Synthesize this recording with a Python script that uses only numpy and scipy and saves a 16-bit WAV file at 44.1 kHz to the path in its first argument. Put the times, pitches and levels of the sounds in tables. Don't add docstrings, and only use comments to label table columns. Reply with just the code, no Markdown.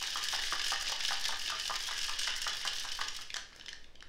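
import sys
import numpy as np
from scipy import signal
from scipy.fft import rfft, irfft, next_fast_len
from scipy.io import wavfile

SR = 44100
rng = np.random.default_rng(int(sys.argv[2]) if len(sys.argv) > 2 else 0)


def inscribe(sig):
    pcm = np.round(np.clip(np.atleast_2d(sig).T, -1, 1) * 32767)
    wavfile.write(sys.argv[1], SR, pcm.astype(np.int16))


N = 180184

# (time [s], level [dB], pitch [Hz], wait for the second blow [s], level of the second blow [dB])
SLAMS = [(0.016, -37.5, 1140, 0.011, -41), (0.157, -30, 1330, 0.014, -42),
         (0.332, -32.5, 1100, .006, -29.5), (0.524, -26.5, 1340, .011, -29.5),
         (0.719, -28, 1070, 0.0091, -32), (0.896, -40, 830, .025, -32), (1.108, -30.5, 965, .013, -30),
         (1.291, -31.5, 1080, 0.035, -33), (1.5, -33, 1270, 0.021, -31), (1.698, -30.5, 920, 0.01, -29),
         (1.888, -34.5, 1210, .023, -35), (2.085, -37.5, 1170, 0.011, -34.5), (2.274, -31, 1470, .008, -39),
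         (2.467, -28, 1260, .006, -34.5), (2.651, -31, 910, 0.015, -48), (2.843, -44, 1060, 0.0066, -37),
         (2.99, -32.5, 1170, 0.024, -31.5), (3.189, -43, 1240, 0.014, -53), (3.358, -41, 1110, 0.0048, -65)]
# (time [s], level [dB], extra treble [dB], extra ring of the tin's two lowest tones [dB])
CUBE_HITS = [(0.181, -33, 7, -12), (0.239, -29, 16, 0), (0.285, -30, 9, -3), (0.344, -28, -3, -2),
             (0.388, -31.5, -21, 4), (0.436, -29.5, -21, 12), (0.595, -28, -4, 2), (0.64, -29, -2, -2),
             (0.664, -28, -30, -6), (0.683, -30.5, 27, 2), (0.704, -30.5, -7, -12), (0.735, -27.5, -10, 8),
             (0.859, -37, -13, -6), (0.879, -27.5, -19, -17), (0.919, -30, 4, -18), (1.005, -30, -19, -1),
             (1.05, -24, -3, -20), (1.081, -26, -2, -20), (1.13, -28, -8, -24), (1.254, -25.5, -3, 2.5),
             (1.283, -27.5, 12, -7), (1.48, -29, -12, -1.5), (1.598, -31, 12, -9), (1.655, -32, 4, -5),
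             (1.757, -29.5, 3, -4), (1.873, -34, 6, -4), (1.98, -31, 6, 4), (2.015, -32.5, 3, -16),
             (2.031, -31.5, 5, -11), (2.042, -30.5, 7, -26), (2.193, -28.5, 15, -8), (2.198, -33.5, 9, -11),
             (2.233, -30, 9, -15), (2.275, -27, -8, -3), (2.291, -37, -13, -11), (2.418, -29.5, 12, -2),
             (2.478, -26.5, 1, -12), (2.652, -34, 14, 17), (2.676, -24.5, 3, -1.5), (2.798, -34.5, 15, -1),
             (2.918, -31, 5, 0), (3.013, -28.5, -6, 6), (3.084, -30.5, 4, -1), (3.165, -33.5, 14, -18),
             (3.217, -39, 9, -3), (3.303, -33, -14, 2), (3.342, -27.5, 3, 1.5), (3.361, -32.5, 4, 16),
             (3.367, -27.5, 3, -1), (3.529, -46.5, -12, 5), (3.562, -46, 16, 25), (3.597, -42.5, 3, 9),
             (3.611, -39.5, -20, -3), (3.661, -38.5, -7, -3), (3.683, -34.5, -10, 14), (3.69, -35.5, 3, -5),
             (3.73, -36, -4, 7.5), (3.843, -47.5, -1, 6), (3.955, -47.5, -7, -2), (4.006, -45, -10, -20),
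             (4.025, -40.5, -6, 18)]
SHAKE_END_S = 3.25
SIZE = 2048
HZ, AGE = np.fft.rfftfreq(SIZE, 1 / SR), np.arange(SIZE) / SR


def amp(db):
    return 10 ** (np.asarray(db) / 20)


def unit(x):
    return x / np.sqrt(np.mean(x ** 2) + 1e-20)


def even(rows):
    return rows / (np.linalg.norm(rows, axis=-1, keepdims=True) + 1e-12)


def along(points, hz):
    point_hz, values = np.transpose(points)
    return np.interp(np.log(hz + 1), np.log(point_hz + 1), values)


def filtered(x, response):
    padded = next_fast_len(N + SR // 2)
    return irfft(rfft(x, padded) * response(np.fft.rfftfreq(padded, 1 / SR)), padded)[:N]


def tone_filter(points):
    cepstrum = irfft(np.log(amp(along(points, HZ))))
    cepstrum[1:SIZE // 2] *= 2
    cepstrum[SIZE // 2 + 1:] = 0
    return np.exp(rfft(cepstrum))


def resonances(tones, hz=HZ):
    return np.array([(-1) ** k * amp(db) * 1j * hz * width / (pitch ** 2 - hz ** 2 + 1j * hz * width)
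                     for k, (pitch, width, db) in enumerate(tones)])


def contact(count, fade_s, snap):
    force = even(rng.standard_normal((count, SIZE)) * amp(-60 * AGE / np.reshape(fade_s, (-1, 1))))
    force[:, 0] += snap
    return rfft(force)


def place(times, db, waves):
    samples = np.round(np.clip(times, 0, None) * SR).astype(int)[:, None] + np.arange(SIZE)
    gain = amp(db) * np.sqrt(.002 * SR)
    return np.bincount(samples.ravel(), (gain[:, None] * even(waves)).ravel(), N)[:N]


def scattered(count, end_s):
    return (np.arange(count) + rng.uniform(0, 1, count)) * end_s / count


def background(hum_hz=53.2):
    # (frequency [Hz], level [dB])
    hush = [(20, -11), (40, -0.5), (90, -7), (200, -9.5), (400, -10), (1000, -18.5), (3000, -20),
            (8000, -35), (15000, -45)]
    air = unit(filtered(rng.standard_normal(N), lambda hz: amp(along(hush, hz))))
    return amp(-64.5) * air + amp(-65.5) * np.sin(2 * np.pi * hum_hz * np.arange(N) / SR)


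def draught():
    # (frequency [Hz], level [dB])
    sway = [(1, 23), (5, -15), (11, 18), (22, -9.5), (40, -16), (120, -82), (400, -120)]
    effort = amp(np.interp(np.arange(N) / SR, [0, 2.9, 3.3, 4.1], [-44.5, -42, -49, -46]))
    return effort * unit(filtered(rng.standard_normal(N), lambda hz: amp(along(sway, hz))))


def churn(times, surge_db=1, muffle_db=13):
    # (time [s], level [dB])
    strength = [(0.0, -37.5), (1.24, -39), (1.59, -39.5), (1.86, -39), (2.68, -39.5), (3.0, -42),
                (3.45, -62.5), (3.58, -57.5), (3.84, -69), (4.09, -91)]
    slam_times = np.transpose(SLAMS)[0]
    phase = np.interp(times, slam_times, np.arange(len(slam_times))) % 1
    surge = surge_db * np.cos(2 * np.pi * (phase - .88)) * (times < SHAKE_END_S)
    covered = np.exp(-((phase - .3) / .1) ** 2)
    return np.interp(times, *np.transpose(strength)) + surge, -muffle_db * covered


def ice_on_wall(times, db, treble_db, low_db, chatter_s):
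    # (pitch [Hz], width [Hz], level [dB])
    wall_tones = [(1720, 190, 2.5), (2133, 167, -3.5), (2984, 190, 4), (3307, 61, 6), (3593, 380, -2.5),
                  (5335, 706, 2), (7750, 140, -18)]
    # (frequency [Hz], level [dB])
    crack_shape = [(100, -29), (450, -11.5), (1100, -11.5), (1700, -17), (2400, -0.5), (3600, 0.5),
                   (5600, 9.5), (7200, -3), (10000, -14.5), (15500, -32)]
    count = len(times)
    force = contact(count, fade_s=chatter_s, snap=.3)
    tone_db = rng.normal(0, 4, (count, len(wall_tones)))
    tone_db[:, :2] += low_db[:, None]
    detune = np.exp(.018 * rng.standard_normal((count, 1)))
    wall = np.einsum("ht,thf->hf", amp(tone_db), resonances(wall_tones, HZ * detune))
    ring = even(irfft(force * wall))
    crack = even(irfft(force * tone_filter(crack_shape)))
    treble_lift = tone_filter([(3500, 0), (10000, .85)])
    brightness = np.exp(np.outer(treble_db, np.log(treble_lift)))
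    return place(times, db, irfft(rfft(ring + amp(-1.5) * crack) * brightness))


def chips(count=600):
    times = scattered(count, N / SR)
    db, treble_db = churn(times)
    size, hardness, spot = rng.standard_normal((count, 3)).T
    return ice_on_wall(times, db + 1 + 1.7 * size, treble_db - 2.5 + 3 * hardness,
                       low_db=3 * spot + .46, chatter_s=.053)


def splinters(count=650):
    times = rng.uniform(0, N / SR, count)
    db, treble_db = churn(times)
    return ice_on_wall(times, db - 4 + rng.normal(0, 1.2, count), treble_db + 19,
                       low_db=np.full(count, -10), chatter_s=.021)


def slams():
    # (frequency [Hz], level [dB])
    thud_shape = [(100, -9.5), (300, -14.5), (550, -4), (800, 0), (1400, 0), (2000, 2.5), (3000, -19),
                  (8000, -64)]
    # (pitch [Hz], width [Hz], level [dB])
    pocket_tones = [(450, 25, -15), (685, 40, -10), (803, 25, -2), (895, 22, 0), (1015, 40, -6),
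                    (1215, 22, 6), (1500, 50, -5)]
    first_s, first_db, pitch, wait_s, second_db = np.transpose(SLAMS)
    times = np.r_[first_s, first_s + wait_s]
    force = contact(len(times), fade_s=.04, snap=1.3) * tone_filter(thud_shape)
    knock = even(irfft(force * resonances([(hz, 450, 0) for hz in np.r_[pitch, pitch]])))
    pocket = even(irfft(force * resonances(pocket_tones).sum(axis=0)))
    return amp(2) * place(times, np.r_[first_db, second_db], knock + amp(-3.5) * pocket)


def bubbles(times, db, typical_hz=850):
    cycles = typical_hz * np.exp(.418 * rng.standard_normal((len(times), 1))) * AGE
    rings = np.sin(2 * np.pi * cycles) * amp(-60 * cycles / 12)
    return place(times, db + rng.normal(0, 3.4, len(times)), rings)


def slosh(per_slam=28):
    times, first_db, _, _, second_db = np.repeat(SLAMS, per_slam, axis=0).T
    delay_s = rng.exponential(.055, len(times))
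    return bubbles(times + delay_s, np.maximum(first_db, second_db) - 24 - 55 * delay_s)


def tumble(count=95):
    times = scattered(count, SHAKE_END_S)
    db, treble_db = churn(times)
    size, hardness, spot = rng.standard_normal((count, 3)).T
    return ice_on_wall(times, db + 7 + 1.9 * size, treble_db + 4.5 + 5 * hardness,
                       low_db=8 * spot - 2.5, chatter_s=.024)


def cubes():
    times, db, treble_db, low_db = np.transpose(CUBE_HITS)
    return ice_on_wall(times, db, treble_db, low_db, chatter_s=np.interp(times, [3.1, 3.3], [.018, .011]))


def clumps(per_cube=3):
    shaken = [hit for hit in CUBE_HITS if hit[0] < SHAKE_END_S]
    times, db, treble_db, low_db = np.repeat(shaken, per_cube, axis=0).T
    delay_s = rng.normal(.004, .004, len(times))
    neighbour_db = db - 6.5 + rng.normal(0, 2.55, len(times))
    return ice_on_wall(times + delay_s, neighbour_db, treble_db / 2, low_db, chatter_s=.017)


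def gurgle(count=18):
    times = np.linspace(3.52, 3.74, count) + rng.normal(0, .0061, count)
    return bubbles(times, db=np.linspace(-57, -60, count))


def kitchen_echo(x, patterns=14):
    # (frequency [Hz], time to fade by 60 dB [s])
    fade_times = [(200, .38), (1000, .42), (3000, .41), (6000, .38), (9000, .32), (15000, .22)]
    # (frequency [Hz], level [dB])
    colour = [(1000, -1.5), (2000, 0), (5000, -1), (9000, -3.5), (15000, -7)]
    hz, t, noise = signal.stft(rng.standard_normal((patterns, SR // 2)), SR, nperseg=256)
    fade = amp(-60 * t / along(fade_times, hz)[:, None])
    build_up = 1 - np.exp(-t / .007)
    tails = even(signal.istft(noise * fade * build_up, SR, nperseg=256)[1])
    share = np.clip(1 - abs(np.linspace(0, patterns - 1, N) - np.arange(patterns)[:, None]), 0, 1)
    echo = signal.fftconvolve(x * np.sqrt(share), tails, axes=1).sum(axis=0)[:N]
    return filtered(echo, lambda hz: amp(along(colour, hz)))


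def scene():
    ice = cubes() + clumps() + tumble() + chips() + splinters()
    shaker = ice + slams() + slosh() + gurgle()
    echo = amp(-4.5) * kitchen_echo(shaker)
    return (amp(-1.14) * (shaker + echo) + draught() + background())[None]


def record(dry):
    return filtered(dry[0], lambda hz: hz < 15800)[None]


dry = scene()
out = record(dry)
inscribe(out)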